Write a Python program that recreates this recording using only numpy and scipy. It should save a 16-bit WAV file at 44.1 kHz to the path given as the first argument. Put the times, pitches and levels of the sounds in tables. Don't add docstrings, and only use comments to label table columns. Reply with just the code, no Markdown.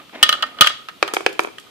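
import sys
import numpy as np
from scipy import signal
from scipy.fft import rfft, irfft, next_fast_len
from scipy.io import wavfile
from scipy.ndimage import map_coordinates

SR = 44100
rng = np.random.default_rng(int(sys.argv[2]) if len(sys.argv) > 2 else 0)


def digitize_waveform(pressure):
    field = np.atleast_2d(pressure).T
    bounded = np.clip(field, -1, 1)
    quanta = np.round(bounded * 32767).astype(np.int16)
    wavfile.write(sys.argv[1], SR, quanta)


N = 74970
HIT_TIME = np.arange(SR // 4) / SR

# time in seconds, rumble in dB, chute ring in dB.
ROLL_FADERS = [(0, -41, -44), (.05, -54, -58), (.12, -62, -69), (0.136, -38, -56), (.22, -38, -55),
               (.36, -44, -38), (.48, -42.5, -43.5), (.56, -51.5, -52.5), (0.59, -41.5, -37.5),
               (.72, -50, -53), (.85, -59.5, -51.5), (1.0, -55.5, -62), (1.12, -42.5, -48), (1.5, -63, -73),
               (1.7, -54.5, -70)]
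# start in seconds, level in dB,
# midrange tilt in dB per octave, crack trim in dB.
CHUTE_HITS = [(0.095, -37.5, -9, 4), (0.2283, 13.5, 6.5, -8.5), (0.235, -3.5, 8, 0.5),
              (0.2917, 5.5, 2.5, -8), (0.3269, 1, 2, -8.5), (0.3285, -35, 3, -17), (0.339, -7, 1, -18),
              (0.349, -12.5, -1, -21), (0.4243, -6, 4, -3.5), (0.428, -0.5, -3.5, -43),
              (0.4373, -7, -8, -14), (0.466, -36, 2, 7), (0.587, -17, 3, -20), (0.6095, 14, 3.5, -1),
              (0.62, 8.5, -2.5, -12.5), (0.6445, -7.5, -11, -2), (0.665, -5, -8, -26),
              (0.6717, -4.5, -2.5, 8), (0.695, -24, 21, -11), (0.7012, -12, -8, -6),
              (0.8863, -19, -6.5, 3.5), (0.894, -26.5, -11.5, 7), (1.078, -19, -5.5, 7),
              (1.085, -15, -5, -11), (1.584, -25.5, -2.5, 4.5), (1.667, -42, -19, -12)]
# start in seconds, level in dB.
BALL_TICKS = [(.2918, -8.5), (0.329, -24), (0.621, -10), (.662, -14), (0.673, -16.5), (.886, -52),
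              (1.077, -21), (1.1372, -7), (1.145, -10.5), (1.209, -27), (1.291, -27), (1.328, -25),
              (1.3923, -14.5), (1.404, -18), (1.427, -29), (1.435, -20.5), (1.458, -31), (1.598, -27.5)]
# start in seconds, level in dB, contact cut-off in Hz,
# lag of the left side in ms, snap trim in dB.
TABLE_BOUNCES = [(1.0267, 4.5, 5100, -0.0093, -15), (1.1364, -4, 1500, 0.14, -6),
                 (1.1668, 0.5, 2140, 0.26, -1), (1.206, -12, 1880, 0.27, -21),
                 (1.2631, 4.5, 5170, -0.019, -7), (1.3929, 4.5, 2160, 0.18, -4.5),
                 (1.447, -7.5, 1570, 0.26, -11), (1.472, -12.5, 970, 0.31, -12),
                 (1.486, -25.5, 1550, -0.016, -20)]
# pitch in Hz, level in dB, time to fall 60 dB in seconds, left minus right in dB.
CHUTE_MODES = [(589, -16.5, 0.045, -3), (1236.6, -1.5, 0.069, -7), (1330, -5, 0.041, -10),
               (1456, -2.5, 0.03, -2), (1833, -10, 0.11, -3.5), (2120, -24, 0.12, 2.5),
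               (2680, -19.5, 0.034, -12), (2760, -21, 0.031, -29), (2961, 2.5, 0.036, 3),
               (3271, -0.5, 0.031, -2.5), (3367, -1.5, 0.035, 0.5), (3960, -10, 0.022, -10),
               (4240, -10, 0.0068, -21.5), (4854, -20, 0.087, 6)]
TABLE_AND_ROOM_MODES = [(335, -28, 0.27, -3), (397.6, -24, 0.24, -9), (406, -5.5, 0.018, 16),
                        (754, -7, 0.03, -1.5), (935, -9, 0.021, 5), (1138, -1, 0.014, 1.5),
                        (1353, -2.5, 0.018, -8), (1698, -1.5, 0.015, -3), (2342, 2.5, 0.016, 1),
                        (2533, -0.5, 0.018, -4), (3040, -14, 0.013, 29), (3550, -6, 0.0059, 11),
                        (4740, -10.5, 0.01, 2), (5500, -5.5, 0.0074, -3)]
# frequency in Hz, relative level in dB.
RUMBLE_EQ = [(80, -38), (250, 2), (400, -1.5), (650, 1), (950, -1.5), (1300, -8), (2200, -2.5),
             (3200, -8.5), (6000, -24.5), (14000, -50)]
BACKGROUND_EQ = [(25, -18), (60, -15), (130, -3), (280, -1.5), (550, -7), (950, -15), (1280, -5.5),
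                 (1600, -15.5), (3200, -4.5), (5900, -18.5), (13000, -23.5), (15000, -22)]
CLACK_EQ = [(100, -32), (450, -9), (850, -18), (1300, 4.5), (2300, 1.5), (3200, 7.5), (5500, -6.5),
            (9000, -16), (13000, -17.5), (16000, -47)]
TICK_EQ = [(300, -10), (2000, 11.5), (5000, 12), (9500, 8), (13500, 5), (16000, -24)]
KNOCK_EQ = [(80, -36), (200, -32), (400, 6.5), (2500, 1), (3800, -3), (14000, -13)]
# frequency in Hz, time to fall 60 dB in seconds.
ROOM_DECAY = [(150, 1), (400, 0.47), (1500, 0.35), (4000, 0.38), (9000, 0.3), (15000, 0.058)]

CHUTE_DB, TICK_DB, TABLE_DB, BACKGROUND_DB = -13.5, -11, -9.5, -48.5
CHUTE_LOW_HZ, TABLE_LOW_HZ = 405, 254
CHUTE_LAG_MS, ROOM_DELAY_S = 0.079, 0.005
BUMP_RATE_HZ, BUMP_DEPTH_DB = 90, 2
ROLL_SOFT_HZ = 1820
THUMP_GROWTH = 0.38


def amp(db):
    return 10 ** (np.asarray(db) / 20)


def curve_at(points, hz):
    freqs, values = np.transpose(points)
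    return np.interp(np.log(hz + 1), np.log(freqs + 1), values)


def filtered(x, response):
    n = x.shape[-1]
    padded = next_fast_len(n + 4096)
    return irfft(rfft(x, padded) * response(np.fft.rfftfreq(padded, 1 / SR)), padded)[..., :n]


def high_pass(x, hz):
    return signal.sosfilt(signal.butter(N=4, Wn=hz, btype="high", fs=SR, output="sos"), x)


def noise(eq, size, shared):
    white = rng.standard_normal((3, size))
    stereo = np.sqrt(shared) * white[2] + np.sqrt(1 - shared) * white[:2]
    coloured = filtered(stereo, lambda hz: amp(curve_at(eq, hz)))
    return coloured / coloured.std()


def fade(t60, t=HIT_TIME):
    return np.exp(-np.log(1000) * t / t60)


def ping(hz, t60):
    return np.sin(2 * np.pi * hz * HIT_TIME) * fade(t60)


def ring(modes, scatter_db=1.2, spread_rad=0.3):
    out = np.zeros((2, len(HIT_TIME)))
    sides = np.array([[1], [-1]])
    for k, (hz, db, t60, pan_db) in enumerate(modes):
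        strength, phase = rng.standard_normal(2)
        gain = (-1) ** k * amp(db + scatter_db * strength + sides * pan_db / 2)
        out += gain * fade(t60) * np.sin(2 * np.pi * hz * HIT_TIME + sides * spread_rad * phase)
    attack = 1 - np.exp(-HIT_TIME / 0.0001)
    return out * attack


def lagged(x, lag_ms):
    delay_s = np.array([[0.5], [-0.5]]) * lag_ms / 1000
    return filtered(x, lambda hz: np.exp(-2j * np.pi * hz * delay_s))


def place_in_room(out, start, hit, wet_db):
    hz, t, spectrum = signal.stft(rng.standard_normal((2, SR // 2)), SR, nperseg=256)
    decay = fade(curve_at(ROOM_DECAY, hz)[:, None], t)
    tail = signal.istft(spectrum * decay, SR, nperseg=256)[1]
    reverb = amp(wet_db) * signal.fftconvolve(hit, tail / np.linalg.norm(tail[0]), axes=1)
    for onset, sound in ((start, hit), (start + ROOM_DELAY_S, reverb)):
        slot = out[:, round(onset * SR):][:, :sound.shape[1]]
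        slot += sound[:, :slot.shape[1]]


def rolling():
    t = np.arange(N) / SR
    times, rumble_db, ring_db = np.transpose(ROLL_FADERS)
    bumps = map_coordinates(rng.standard_normal(N // 100), [t * BUMP_RATE_HZ], mode="wrap")
    contact = rng.standard_normal((1, N + len(HIT_TIME) - 1))
    ringing = signal.fftconvolve(contact, ring(CHUTE_MODES), mode="valid", axes=1)
    ringing = filtered(ringing, lambda hz: 1 / (1 + (hz / ROLL_SOFT_HZ) ** 2) ** 2)
    ringing *= amp(np.interp(t, times, ring_db)) / ringing.std()
    rumble = amp(np.interp(t, times, rumble_db)) * noise(RUMBLE_EQ, N, shared=0.72)
    return amp(BUMP_DEPTH_DB * bumps) * lagged(rumble + ringing, CHUTE_LAG_MS)


def background():
    return amp(BACKGROUND_DB) * noise(BACKGROUND_EQ, N, shared=0.26)


def chute_clacks():
    out = np.zeros((2, N))
    punch = 1 + amp(-6.5) * fade(t60=0.0061)
    tap = amp(-24.5) * ping(hz=1300, t60=0.0096)
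    thump = amp(-49.5) * ping(hz=109, t60=0.033)
    for start, db, tilt, crack_db in CHUTE_HITS:
        crack = amp(crack_db - 8.5) * noise(CLACK_EQ, len(HIT_TIME), shared=0.12) * fade(t60=0.036)
        body = amp(CHUTE_DB) * ring(CHUTE_MODES)
        hit = high_pass(punch * (body + crack) - tap, CHUTE_LOW_HZ)
        hit = filtered(hit, lambda hz: amp(tilt * np.log2(np.clip(hz, 1200, 3600) / 2000)))
        hit += amp(THUMP_GROWTH * db) * thump
        place_in_room(out, start, amp(db) * lagged(hit, CHUTE_LAG_MS), wet_db=-17)
    return out


def ball_ticks():
    out = np.zeros((2, N))
    for start, db in BALL_TICKS:
        crack = noise(TICK_EQ, len(HIT_TIME), shared=0.07) * fade(t60=0.028)
        place_in_room(out, start, amp(db + TICK_DB) * crack, wet_db=-7)
    return out


def table_knocks():
    out = np.zeros((2, N))
    for start, db, cut_hz, lag_ms, snap_db in TABLE_BOUNCES:
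        crack = amp(-11) * noise(KNOCK_EQ, len(HIT_TIME), shared=0.16) * fade(t60=0.027)
        ringing = amp(TABLE_DB) * ring(TABLE_AND_ROOM_MODES)
        knock = high_pass(ringing + crack, TABLE_LOW_HZ)
        knock = filtered(knock, lambda hz: 1 / (1 + 1.5j * hz / cut_hz - (hz / cut_hz) ** 2))
        snap = amp(TABLE_DB + snap_db) * ping(hz=3230, t60=0.011)
        place_in_room(out, start, amp(db) * lagged(knock + snap, lag_ms), wet_db=-16)
    return out


def scene():
    return chute_clacks() + table_knocks() + ball_ticks() + rolling() + background()


def record(dry):
    top_hz = 14800
    clipped = np.clip(dry, -1.0, 0.98)
    return filtered(clipped, lambda hz: 1 / np.sqrt(1 + (hz / top_hz) ** 80))


dry = scene()
out = record(dry)
digitize_waveform(out)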